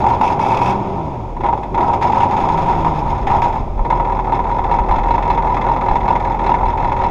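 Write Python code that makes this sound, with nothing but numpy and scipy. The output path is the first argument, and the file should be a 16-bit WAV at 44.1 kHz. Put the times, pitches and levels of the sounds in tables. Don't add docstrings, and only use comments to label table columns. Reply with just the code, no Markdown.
import sys
import numpy as np
from scipy import signal
from scipy.fft import rfft, irfft, next_fast_len
from scipy.io import wavfile
from scipy.ndimage import uniform_filter1d

SR = 44100
rng = np.random.default_rng(int(sys.argv[2]) if len(sys.argv) > 2 else 0)


def dump(signal):
    limited = np.clip(np.atleast_2d(signal).T, -1, 1)
    pcm = np.round(limited * 32767).astype(np.int16)
    wavfile.write(sys.argv[1], SR, pcm)


N = 313110

TIME = np.arange(N) / SR
SIZE = next_fast_len(N + SR // 2, real=True) // 2 * 2
FREQ = np.maximum(np.arange(SIZE // 2 + 1) * SR / SIZE, 1)
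BLOW_S = TIME[:4096]
BLOW_FREQ = np.maximum(np.fft.rfftfreq(2 * len(BLOW_S), 1 / SR), 1)

HISS_DB, TOP_HZ = -65, 12500
HISS_COLOUR = [(2000, 10.0), (6800, 7.5), (8000, -3), (12000, -4.5)]

BREEZE_DB = -40.5
RUMBLE_COLOUR = [(4, -12.0), (14, -43.5), (24, -11.5), (45, -15.5), (90, -23.5), (300, -71.0), (900, -100)]
# [t/s, level/dB, half length/s]
GUSTS = [(2.467, -29, 0.14), (2.8, -23.5, 0.21), (3.28, -19.5, 0.2), (3.68, -20, 0.093),
         (4.95, -26.5, 0.29), (5.35, -28, 0.074), (6.05, -24.5, 0.1), (6.85, -22.5, 0.17)]
# [t/s, peak level/dB, period of the swing/s]
BUFFETS = [(3.815, -7, 0.034), (4.811, -8.5, 0.023), (4.907, -11, 0.034), (4.989, -12, 0.042),
           (5.916, -9.5, 0.034), (6.045, -20, 0.027), (6.643, -12, 0.021)]

# [t/s, blade rate f/Hz, hum level/dB]
FAN = [(0, 112, -40), (.3, 148, -33), (.55, 173.2, -44), (.64, 184.5, -29), (.73, 195.2, -26.5),
       (.81, 200.6, -30.5), (.93, 191.2, -27), (1, 165, -30), (1.1, 141, -31), (1.2, 112.3, -34.5),
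       (1.36, 80, -46), (1.9, 105, -39.5), (2.3, 138, -38), (2.42, 148, -29), (2.55, 160, -27),
       (2.72, 169.9, -27), (2.87, 161, -23), (3, 147, -26), (3.12, 139, -31.5), (3.22, 124.1, -35),
       (3.6, 119.9, -32.5), (3.8, 91.4, -46), (7.1, 69, -45)]
FAN_OCTAVE_DB, FAN_WAVER_DB = -7, 1.5

# [start t/s, end t/s, level/dB]
STARTER = [(0.232, 0.279, -30), (0.403, 0.552, -35.5), (0.565, 0.574, -28.5), (0.607, 0.713, -32)]
# [f/Hz, width/Hz, relative level/dB]
STARTER_RING = [(2250, 200, 2.5), (2570, 220, 3), (3380, 560, -9), (5300, 1800, -15.5),
                (10900, 3800, -34.5)]

# [t/s, firing rate f/Hz]
SPEED = [(0, 66), (.14, 86), (.21, 83), (.33, 91), (.38, 92), (.46, 110), (.6, 116), (.73, 129), (.82, 118),
         (.92, 99), (1, 85), (1.27, 45), (1.39, 25), (1.47, 48), (1.56, 55), (1.74, 43), (1.82, 62),
         (1.91, 88), (2.02, 72), (2.23, 86), (2.4, 90), (2.58, 94), (2.87, 85), (3, 79), (3.1, 72),
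         (3.25, 55), (3.45, 71), (3.58, 63), (3.77, 37), (3.85, 40.3), (4.85, 40.6), (5.1, 41.1), (6, 41.2),
         (6.5, 41.7), (7.1, 42)]
IDLE_HZ = 41
FIRST_CYLINDER_S = 5.421

# [f/Hz, relative level/dB]
CHURN_COLOUR = [(45, -2), (90, 3), (130, 2), (170, -1), (200, 0.5), (235, 0), (300, -3), (340, -3),
                (380, 2.5), (420, -3.5), (495, -4), (545, -3), (700, -3.5), (1100, -13), (2000, -59),
                (9000, -84)]
CHURN_DB, CHURN_DB_PER_OCTAVE, LUG_DB, LUG_DB_PER_OCTAVE = -30, 4.5, -21.5, -1.5
FULL_LOAD_DB, LOAD_SPAN_S = -14, 0.095

# [t/s, level/dB, half length/s]
COUGHS = [(1.445, -26, 0.042), (1.8, -22, 0.015)]
# [firing rate f/Hz, its level/dB, level/dB at twice and at three times that rate]
EXHAUST = [(28, -25.5, -38, -46), (41, -24.5, -35, -38), (51.3, -29, -36, -38), (62, -35.5, -35.5, -47),
           (74, -30.5, -41, -43.5), (85.6, -29, -40.5, -41.5), (93, -33.5, -37.5, -44),
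           (128, -26, -42, -50)]
FIRING_LOAD_DB = 2.5
PIPE_HZ, PIPE_WIDTH_HZ = 356, 42
BARK_LOAD_DB = -10
GROWL_ORDERS = [2.25, 2.5, 2.75, 3.25, 3.5, 3.75, 4.25, 4.5]
GROWL_DB, GROWL_LOAD_DB, GROWL_WIDTH_HZ = -12, -12, 200

# [knock level/dB, rattle level/dB (both relative),
# lateness/firing intervals, slap delay/s, relative slap level/dB, knock tone f/Hz, rattle tone f/Hz,
# rattle tone lift/dB]
CYLINDERS = [(0.5, 2, .09, .011, -0.5, 1800, 4400, 2.5), (2, -1.5, .1, 0.012, -6, 460, 4300, 4.5),
             (1.5, 2, .1, 0.0065, -1.5, 600, 900, 0), (3, 0.5, .11, .007, -1, 940, 4100, 6),
             (1.5, -0.5, .21, 0.0082, 1, 990, 5200, 7), (-1.5, 1, .03, 0.0042, -8, 690, 3400, 2.5),
             (3, -1, .05, .007, -3, 760, 2100, 0.5), (-4, -8.5, .08, 0.0058, -6.5, 240, 2940, 9)]
IDLE_SCATTER_DB, RACING_SCATTER_DB = 1.53, 2.5
# [start t/s, end t/s, knock level/dB, rattle level/dB, change over the spell/dB]
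BURNS = [(-0.02, 0.139, -21.5, -40.5, 1.5), (0.208, 0.318, -16.5, -36.5, -3),
         (0.378, 0.709, -22, -39.5, 0.5), (1.408, 1.555, -25, -56, -7), (1.733, 1.939, -13.5, -40, -8.5),
         (2.021, 2.226, -19, -39, 1), (2.28, 2.63, -19.5, -38, -4), (2.64, 3.264, -22, -40.5, -5.5),
         (3.275, 3.562, -16.5, -35, -7.5), (3.871, 4.825, -21, -41.5, 1.5), (4.855, 7.304, -19, -37.5, -1)]
CATCH_S, DIE_S = 0.02, 0.031
COAST_KNOCK_DB, COAST_KNOCK_DB_PER_OCTAVE = -33.5, 3.5
COAST_CLICK_DB, COAST_CLICK_DB_PER_OCTAVE = -58.5, 5.5
# [t/s, knock peak level/dB, rattle level/dB (both ahead of the two offsets # below),
# pitch the block rings at f/Hz]
HARD_FIRINGS = [(0.041, -2.5, -34, 791), (0.065, -3, -28, 820), (0.101, -2.5, -30, 950),
                (0.212, -1, -26, 940), (0.271, -11, -35, 940), (0.324, -9, -30, 924),
                (0.394, -5, -29.5, 880), (0.464, -4, -36, 910), (0.545, -7.5, -29, 940),
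                (0.569, -8, -31, 930), (0.616, -4, -35, 950), (1.366, -16.5, -41, 925),
                (1.407, -16, -36, 970), (1.436, -9, -30.5, 820), (1.446, -8, -37, 950),
                (1.463, -9.5, -29.5, 986), (1.487, -4.5, -34, 930), (1.528, -4.5, -35.5, 850),
                (1.576, -14, -39.5, 899), (1.633, -15, -34.5, 910), (1.745, -6.5, -29.5, 894),
                (1.777, -4.5, -29, 977), (1.807, -5, -29.5, 910), (1.827, -3.5, -35, 980),
                (1.935, -4.5, -28, 870), (2.014, -6.5, -31, 942), (2.025, -6, -23, 938),
                (2.07, -9.5, -31, 965), (2.098, -5, -33, 854), (2.204, -5.5, -26, 890),
                (2.367, -14, -27.5, 829), (2.488, -6, -28.5, 995), (2.847, -3.5, -30, 996),
                (3.271, -7, -24, 786), (3.314, -4.5, -29, 980), (3.348, -4.5, -34, 986),
                (3.421, -4, -24.5, 946), (3.44, -6.5, -28, 955), (3.777, -20, -46, 908),
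                (3.793, -12.5, -41, 962), (3.85, -9.5, -32.5, 974), (3.903, -4, -24.5, 900),
                (3.926, -3.5, -36, 960), (3.999, -4, -30, 958), (4.048, -9, -32, 960),
                (4.191, -8, -31.5, 940), (4.323, -2.5, -29.5, 946), (4.346, -6, -29, 980),
                (4.392, -6.5, -30.5, 970), (4.514, -7, -31, 955), (4.586, -6.5, -29, 958),
                (4.714, -4, -27, 946), (4.74, -4.5, -29, 945), (4.787, -4, -28, 946),
                (4.912, -2.5, -27.5, 958), (4.984, -8, -28, 970), (5.107, -3, -27, 939),
                (5.139, -5.5, -30, 950), (5.18, -5.5, -28.5, 980), (5.226, -10.5, -27.5, 974),
                (5.278, -7, -31, 947), (5.302, -2, -24.5, 954), (5.376, -4, -27, 934),
                (5.471, -5.5, -29.5, 920), (5.521, -7, -34, 960), (5.568, -4.5, -26, 926),
                (5.614, -9.5, -26, 977), (5.688, -5.5, -30, 950), (5.716, -4.5, -33, 1006),
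                (5.763, -6.5, -29.5, 915), (5.885, -5, -28, 974), (5.911, -3.5, -31, 963),
                (5.956, -3.5, -25, 934), (6.081, -3, -25, 900), (6.105, -3.5, -32, 950),
                (6.154, -5, -25, 970), (6.465, -5.5, -25, 974), (6.493, -2.5, -27.5, 960),
                (6.516, -5.5, -31, 921), (6.541, -4.5, -24.5, 956), (6.631, -5.5, -33, 950),
                (6.845, -5.5, -28, 955), (6.919, -6, -26.5, 955), (7.038, -5.5, -26.5, 970),
                (7.062, -5.5, -34, 970)]
HARD_KNOCK_DB, HARD_RATTLE_DB = -8.5, -5

# [f/Hz, width/Hz, relative level/dB]
COVERS = [(1440, 90, 5.5), (1736, 150, 4), (1770, 45, -2), (1980, 43, -6.5), (2074, 43, 6), (2096, 15, 1.5),
          (2262, 67, 0.5), (2210, 360, -5), (2040, 550, 3.5), (2529, 44, 2.5), (2617, 130, -1),
          (3410, 580, -9), (3565, 270, -10), (5197, 100, -17.5), (4040, 340, -15.5), (4820, 510, -23.5),
          (5340, 1300, -22.5), (6410, 900, -22), (9250, 890, -38), (11100, 740, -50)]
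# [f/Hz, width/Hz, relative level/dB]
RACING_COVERS = [(1290, 690, -1), (2360, 640, 0.5), (3420, 630, -6.5), (5070, 1200, -14), (6530, 840, -16),
                 (10300, 5800, -33.5)]
RATTLE_TONE_WIDTH_HZ = 620
INJECTION_LEAD_S = .003
WASH_DB, WASH_DB_PER_OCTAVE, WASH_TOP_HZ = -51.5, 4, 6000

# [f/Hz, width/Hz, relative level/dB]
BLOCK = [(541.7, 27, -12.5), (716, 170, -17), (788, 112, -7), (822.6, 59, -6), (885, 24, -1.5),
         (945, 102, -1), (1010, 56, -21.5), (1180, 49, -17), (1285, 120, -19.5), (1430, 180, -30)]
BLOCK_CHATTER_S = 0.025
KNOCK_TONE_DB, KNOCK_TONE_WIDTH_HZ = 5, 170
HARD_TONE_DB, HARD_TONE_WIDTH_HZ = 5, 90
HARD_CRACK_DB, SOFT_CRACK_DB, HARD_SLAP_DB = 6, 0, -4


def undb(db):
    return 10 ** (np.asarray(db) / 20)


def curves(rows):
    s, *columns = np.transpose(rows)
    return [np.interp(TIME, s, column) for column in columns]


def loudness(x, span_s):
    count = max(int(span_s * SR), 2)
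    power = uniform_filter1d(uniform_filter1d(x ** 2, count), count)
    return np.sqrt(np.maximum(power, 0) + 1e-18)


def steady(x, span_s):
    return x / loudness(x, span_s)


def colour(x, gain):
    cepstrum = irfft(np.log(gain + 1e-6))
    size = cepstrum.shape[-1]
    cepstrum[..., 1:size // 2] *= 2
    cepstrum[..., size // 2 + 1:] = 0
    return irfft(rfft(x, size) * np.exp(rfft(cepstrum)))[..., :x.shape[-1]]


def resonances(modes, freq=FREQ):
    power = 0
    for hz, width, db in modes:
        detune = (freq / hz - hz / freq) * hz / width
        power = power + (undb(db) / (1 + detune ** 2)) ** 2
    return np.sqrt(power)


def spectrum(points):
    hz, db = np.transpose(points)
    return undb(np.interp(np.log(FREQ), np.log(hz), db))


def tone(hz, width_hz, db):
    return undb(db / (1 + (2 * (BLOW_FREQ - hz) / width_hz) ** 2))


def walk(rate):
    count = int(SR / rate)
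    steps = np.repeat(rng.standard_normal(N // count + 1), count)
    smooth = uniform_filter1d(uniform_filter1d(steps, count), count)[:N]
    return smooth / smooth.std()


def swells(rows):
    return sum((undb(db) * np.exp(-((TIME - s) / half) ** 2 / 2)) ** 2 for s, db, half in rows)


def blows(times, sizes):
    places = np.clip(times * SR, 0, N - 1).astype(int)
    return np.bincount(places, sizes, N) * np.sqrt(SR / IDLE_HZ)


def chatter(hits, decay_s, grit_db):
    keep = np.exp(-2 / (decay_s * SR))
    power = signal.lfilter([1 - keep], [1, -keep], hits ** 2)
    grit = undb(grit_db * np.repeat(rng.standard_normal(N // 32 + 1), 32)[:N])
    return np.sqrt(power) * rng.standard_normal(N) * grit / np.sqrt(np.mean(grit ** 2))


def burst(rise_s, decay_s, delay_s=0):
    t = np.maximum(BLOW_S - delay_s, 0)
    power = (np.exp(-t / decay_s) * (1 - np.exp(-t / rise_s))) ** 2
    return power / power.sum(axis=-1, keepdims=True)


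def strike(times, sizes, cylinder, power, gain, likeness, grit_db, crack=0):
    count, likeness = len(BLOW_S), np.clip(likeness, 0, 1)
    own = rng.standard_normal((len(CYLINDERS), count))[cylinder]
    fresh, grit = rng.standard_normal((len(times), 2, count)).transpose(1, 0, 2)
    grit = undb(grit_db * np.repeat(grit[:, ::32], 32, axis=1))
    impacts = np.sqrt(likeness) * own + np.sqrt(1 - likeness) * fresh * grit / grit.std()
    shower = np.sqrt(power) * impacts
    shower[:, 0] += crack
    sound = colour(shower, gain)
    sound = sound * (sizes * np.sqrt(SR / IDLE_HZ) / np.linalg.norm(sound, axis=1))[:, None]
    places = np.maximum(times * SR, 0).astype(int)[:, None] + np.arange(count)
    return np.bincount(places.ravel(), sound.ravel(), N)[:N]


def microphone_hiss():
    return undb(HISS_DB) * colour(rng.standard_normal(N), spectrum(HISS_COLOUR))


def wind():
    rumble = colour(rng.standard_normal(N), spectrum(RUMBLE_COLOUR))
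    power = undb(BREEZE_DB) ** 2 + swells(GUSTS)
    out = steady(rumble, span_s=0.19) * np.sqrt(power)
    for s, db, length in BUFFETS:
        u = (TIME - s) / length
        out = out - undb(db) * np.cos(2 * np.pi * u) * np.exp(-(2 * u) ** 2)
    return out


def fan():
    hz, db = curves(FAN)
    angle = 2 * np.pi * np.cumsum(hz) / SR
    hum = 0
    for k, part_db in ((1, 0.0039), (2, FAN_OCTAVE_DB)):
        hum = hum + undb(db + part_db + FAN_WAVER_DB * walk(12)) * np.sin(k * angle)
    return np.sqrt(2) * hum


def starter(kicks):
    gate = 0
    for start, end, db in STARTER:
        onset = np.clip((TIME - start) / 0.009, 0, 1)
        gate = gate + undb(db) * onset * np.exp(-np.maximum(TIME - end, 0) / 0.01)
    clatter = colour(chatter(kicks, decay_s=0.021, grit_db=3.5), resonances(STARTER_RING))
    return gate * steady(clatter, span_s=0.069)


def churn(hits, turn):
    cam = rng.standard_normal(size=512)
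    repeating = np.interp(turn / len(CYLINDERS), np.arange(len(cam)) / len(cam), cam, period=1)
    lash = steady(chatter(hits, decay_s=.02, grit_db=2.5), span_s=.2)
    loose = lash + undb(1) * rng.standard_normal(N)
    body = spectrum(CHURN_COLOUR)
    throb = steady(colour(repeating, body), span_s=0.25) + steady(colour(loose, body), span_s=0.22)
    return steady(throb, span_s=.06)


def coughs():
    hoot = colour(rng.standard_normal(N), resonances([(346, 47, 0.0033)]))
    return steady(hoot, span_s=0.023) * np.sqrt(swells(COUGHS))


def exhaust(turn, hz, load, churning, waver_db, bark_db):
    rates, *columns = np.transpose(EXHAUST)
    firing_db, double_db, triple_db = (np.interp(hz, rates, column) for column in columns)
    tones = [(1, firing_db + FIRING_LOAD_DB * load), (2, double_db), (3, triple_db)]
    orders = [(k, undb(db + waver_db * walk(10))) for k, db in tones]
    racing = np.clip(hz / IDLE_HZ - 1, 0, 1)
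    growl = racing * churning * undb(GROWL_DB + GROWL_LOAD_DB * load)
    for k in GROWL_ORDERS:
        off_tune = (k * hz - PIPE_HZ) / (GROWL_WIDTH_HZ / 2)
        orders.append((k, growl * walk(12) / (1 + off_tune ** 2)))
    for k, db in ((3, -5), (4, -2), (5, -2)):
        off_tune = (k * hz - PIPE_HZ) / (PIPE_WIDTH_HZ / 2)
        orders.append((k, churning * undb(bark_db + db + BARK_LOAD_DB * load) / (1 + off_tune ** 2)))
    return np.sqrt(2) * sum(gain * np.sin(2 * np.pi * k * turn) for k, gain in orders)


def firings(turn, racing, jitter_s):
    count = np.arange(np.ceil(turn[0]), turn[-1])
    cylinder = count.astype(int) % len(CYLINDERS)
    knock_db, rattle_db, late, *_ = np.array(CYLINDERS)[cylinder].T
    chance = rng.standard_normal((len(count), 3)).T
    times = np.interp(count + late, turn, TIME) + jitter_s * chance[0]
    speed = np.interp(times, TIME, racing)
    scatter_db = IDLE_SCATTER_DB + (RACING_SCATTER_DB - IDLE_SCATTER_DB) * speed
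    knocks = undb(knock_db + scatter_db * chance[1])
    rattles = undb(rattle_db + scatter_db * (chance[1] + chance[2]) / np.sqrt(2))
    return times, cylinder, knocks, rattles


def combustion():
    knocking, rattling = 0, 0
    for start, end, knock_db, rattle_db, change_db in BURNS:
        gate = np.clip((TIME - start) / CATCH_S, 0, 1) * np.exp(-np.maximum(TIME - end, 0) / DIE_S)
        burn = gate * undb(change_db * np.clip((TIME - start) / (end - start), 0, 1))
        knocking = knocking + burn * undb(knock_db)
        rattling = rattling + burn * undb(rattle_db)
    return knocking, rattling


def strokes(octaves, times, cylinder, knocks, rattles):
    knocking, rattling, octaves = (np.interp(times, TIME, c) for c in (*combustion(), octaves))
    coast_knock = undb(COAST_KNOCK_DB + COAST_KNOCK_DB_PER_OCTAVE * octaves)
    coast_click = undb(COAST_CLICK_DB + COAST_CLICK_DB_PER_OCTAVE * octaves)
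    knocks = np.hypot(knocks * knocking, coast_knock)
    rattles = np.hypot(rattles * rattling, coast_click)
    hard_s, peak_db, rattle_db, ring_hz = np.transpose(HARD_FIRINGS)
    apart = np.abs(times[:, None] - hard_s)
    plain = apart.min(axis=1) > .011
    own_hz = np.array(CYLINDERS)[cylinder, 5]
    ordinary = times, cylinder, knocks * plain, rattles * plain, np.zeros(len(times)), own_hz
    hard_knocks, hard_rattles = undb(peak_db + HARD_KNOCK_DB), undb(rattle_db + HARD_RATTLE_DB)
    nearest = cylinder[apart.argmin(axis=0)]
    hard = hard_s, nearest, hard_knocks, hard_rattles, np.ones(len(hard_s)), ring_hz
    return [np.concatenate(pair) for pair in zip(ordinary, hard)]


def wash(octaves):
    ring = np.hypot(resonances(RACING_COVERS), undb(-13.5) * resonances(COVERS))
    rustle = colour(rng.standard_normal(N), ring / np.hypot(1, FREQ / WASH_TOP_HZ))
    return rustle / rustle.std() * undb(WASH_DB + WASH_DB_PER_OCTAVE * octaves)


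def rattle(times, cylinder, sizes, racing):
    tone_hz, tone_db = np.array(CYLINDERS)[cylinder].T[-2:, :, None]
    speed = np.interp(times, TIME, racing)[:, None]
    idle_ring = resonances(COVERS, BLOW_FREQ) * (1 - 0.25 * speed)
    covers = np.hypot(idle_ring, resonances(RACING_COVERS, BLOW_FREQ) * speed)
    power = burst(rise_s=.0027, decay_s=.0125) + undb(-6) ** 2 * burst(rise_s=.001, decay_s=.026)
    gain = covers * tone(tone_hz, RATTLE_TONE_WIDTH_HZ, tone_db)
    return strike(times, sizes, cylinder, power, gain, likeness=0.89, grit_db=3.5)


def knock(times, cylinder, sizes, hard, tone_hz):
    slap_s, slap_db = np.array(CYLINDERS)[cylinder].T[3:5, :, None]
    crack = undb(np.where(hard, HARD_CRACK_DB, SOFT_CRACK_DB))
    hard, tone_hz = hard[:, None], tone_hz[:, None]
    slap_power = undb(slap_db + HARD_SLAP_DB * hard) ** 2
    slap = burst(rise_s=0.00027, decay_s=0.0028, delay_s=slap_s) * slap_power
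    shudder = burst(rise_s=.0007, decay_s=BLOCK_CHATTER_S) * undb(0.8) ** 2
    width_hz = np.where(hard, HARD_TONE_WIDTH_HZ, KNOCK_TONE_WIDTH_HZ)
    ring = tone(tone_hz, width_hz, np.where(hard, HARD_TONE_DB, KNOCK_TONE_DB))
    gain = resonances(BLOCK, BLOW_FREQ) * ring
    return strike(times, sizes, cylinder, slap + shudder, gain, likeness=0.61, grit_db=3, crack=crack)


def scene():
    hz, = curves(SPEED)
    octaves = np.log2(hz / IDLE_HZ)
    racing = np.clip((hz - 42) / 28, 0, 1)
    turn = np.cumsum(hz) / SR
    turn = turn - np.interp(FIRST_CYLINDER_S, TIME, turn)
    times, cylinder, knocks, rattles = firings(turn, racing, jitter_s=.0003)
    kicks = blows(times, knocks)
    times, cylinder, knocks, rattles, hard, tone_hz = strokes(octaves, times, cylinder, knocks, rattles)
    load = loudness(blows(times, knocks), LOAD_SPAN_S) / undb(FULL_LOAD_DB)
    lugging = load * undb(LUG_DB + LUG_DB_PER_OCTAVE * octaves)
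    churning = np.hypot(undb(CHURN_DB + CHURN_DB_PER_OCTAVE * octaves), lugging)

    background = microphone_hiss() + wind() + fan() + starter(kicks)
    valves = churning * churn(kicks, turn)
    pipe = coughs() + exhaust(turn, hz, np.minimum(load, 1), churning, waver_db=1.2, bark_db=-3.5)
    covers = wash(octaves) + rattle(times - INJECTION_LEAD_S, cylinder, rattles, racing)
    block = knock(times, cylinder, knocks, hard, tone_hz)
    return (background + valves + pipe + covers + block)[None]


def record(dry):
    ceiling = 1.13
    rounded = ceiling * np.tanh(dry / ceiling)
    low_pass = signal.ellip(10, .2, 80, TOP_HZ, fs=SR, output="sos")
    return signal.sosfilt(low_pass, rounded, axis=-1)


dry = scene()
out = record(dry)
dump(out)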